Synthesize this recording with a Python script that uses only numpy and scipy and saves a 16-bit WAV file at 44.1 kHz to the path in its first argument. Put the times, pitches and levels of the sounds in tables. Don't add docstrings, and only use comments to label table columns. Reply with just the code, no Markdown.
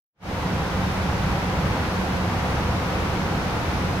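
import sys
import numpy as np
from scipy.fft import rfft, irfft, next_fast_len
from scipy.io import wavfile
from scipy.ndimage import map_coordinates

SR = 44100
rng = np.random.default_rng(int(sys.argv[2]) if len(sys.argv) > 2 else 0)


def unload_wav(signal):
    wavfile.write(
        sys.argv[1],
        SR,
        np.round(np.clip(np.atleast_2d(signal).T, -1, 1) * 32767).astype(np.int16),
    )


N = 176400


def amp(db):
    return 10 ** (np.asarray(db) / 20)


def unit(x):
    return x / np.sqrt(np.mean(x ** 2) + 1e-20)


def along(points, hz):
    f, v = np.transpose(points)
    return np.interp(np.log(hz + 1), np.log(f + 1), v)


def wobble(rate):
    return map_coordinates(rng.standard_normal(512), [np.arange(N) * rate / SR], mode="mirror")


def pan(db):
    return amp(np.array([[.5], [-.5]]) * db)


def filtered(x, response):
    m = next_fast_len(N + SR // 2)
    return irfft(rfft(x, m) * response(np.fft.rfftfreq(m, 1 / SR)), m)[..., :N]


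def noise(spectrum, channels):
    return unit(filtered(rng.standard_normal((channels, N)), lambda hz: amp(along(spectrum, hz))))


RUMBLE_DB, RUMBLE_SIDE_DB = -27, -20.5
# (frequency [Hz], level [dB])
RUMBLE_COLOUR = [(15, -18), (28, -15), (33, -8), (46, -12), (55, -1), (64, -2), (78, 1), (98, -2),
                 (140, -4), (190, -3), (240, -11), (315, -10.5), (380, -22), (700, -44), (2000, -90)]
# (time [s], level change [dB])
RUMBLE_SWELLS = [(.42, -1.5), (.53, 3.5), (.66, -.8), (1.15, -0.1), (1.32, 1.5), (1.45, -2), (1.62, .8),
                 (1.77, 1), (1.86, -0.77), (2.3, -.3), (2.42, 0.5), (2.78, .3), (2.91, -1.8), (3.1, 1.5),
                 (3.7, -1), (3.95, 1)]

def airframe_rumble():
    shared, side = noise(RUMBLE_COLOUR, channels=2) * amp([[0], [RUMBLE_SIDE_DB]])
    ears = np.array([shared + side, shared - side])
    swell_db = np.interp(np.arange(N) / SR, *np.transpose(RUMBLE_SWELLS))
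    sway_db = 0.5 * wobble(rate=5)
    return amp(RUMBLE_DB + swell_db + sway_db) * ears * pan(db=-0.7)


RUSH_DB = -28
# (frequency [Hz], level [dB])
RUSH_COLOUR = [(30, -12), (150, -4), (260, -4), (350, -.5), (460, -0.3), (515, 2.5), (600, -2.5),
               (690, -0.5), (780, 1), (850, -.5), (1010, -0.5), (1070, -2.5), (1150, -2), (1420, -4),
               (1780, -7), (2200, -8), (3200, -14), (4500, -18.5), (6000, -25), (8000, -30.5),
               (9200, -31.5), (10400, -31), (13000, -33), (15600, -36)]
# (frequency [Hz], likeness [1 = same, 0 = unrelated, -1 = opposite])
RUSH_LIKENESS = [(200, 0.82), (300, .75), (355, 0.4), (490, 0.9), (610, 0.68), (780, .78), (1020, .66),
                 (1200, .38), (1450, .32), (1750, 0.023), (2300, -.22), (3000, -0.051), (3800, 0.11),
                 (5200, -0.22), (7000, -.05), (12000, -0.13)]
# (frequency [Hz], left minus right [dB])
RUSH_PAN = [(500, -1), (900, -0.5), (1400, 1.5), (1800, 1), (2300, 2), (3200, 0), (8000, 0), (14000, -1)]

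def rushing_air():
    def shared_and_side_gains(hz):
        angle = np.arccos(np.clip(along(RUSH_LIKENESS, hz), -1, 1)) / 2
        return np.array([np.cos(angle), np.sin(angle)])

    shared, side = filtered(noise(RUSH_COLOUR, channels=2), shared_and_side_gains)
    ears = np.array([shared + side, shared - side])
    ears = filtered(ears, lambda hz: pan(along(RUSH_PAN, hz)))
    sway_db = 0.32 * wobble(rate=6)
    return amp(RUSH_DB + sway_db) * unit(ears)


DRONE_HZ, DRONE_WANDER_HZ, DRONE_DB, DRONE_SWAY_DB = 183, 1.17, -35.5, 1

def engine_drone():
    pitch_hz = DRONE_HZ + DRONE_WANDER_HZ * wobble(rate=5)
    sway_db = DRONE_SWAY_DB * wobble(rate=5)
    note = np.sin(2 * np.pi * np.cumsum(pitch_hz) / SR) * amp(sway_db)
    return amp(DRONE_DB) * unit(note) * pan(db=-2.5)


VENT_DB = -51.5
# (frequency [Hz], level [dB])
VENT_COLOUR = [(500, -40), (2500, -8), (3400, -7), (3700, 0), (4000, -2.5), (5000, 0.5), (5700, 0.5),
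               (6400, -2), (6800, -8), (9000, -18), (10400, -12.5), (15600, -28)]

def vent_hiss():
    return amp(VENT_DB) * noise(VENT_COLOUR, channels=2) * pan(db=-15)


def scene():
    return airframe_rumble() + rushing_air() + engine_drone() + vent_hiss()


TOP_HZ = 15700
# (time [s], level change [dB])
FADE_IN = [(.12, -85), (.16, -50), (.195, -35), (.23, -15), (.26, -8), (.31, -3.5), (.42, -1.5),
           (.65, -0.15), (1, 0.5)]

def record(dry):
    fade = amp(np.interp(np.arange(N) / SR, *np.transpose(FADE_IN)))
    return filtered(dry * fade, lambda hz: hz < TOP_HZ)


dry = scene()
out = record(dry)
unload_wav(out)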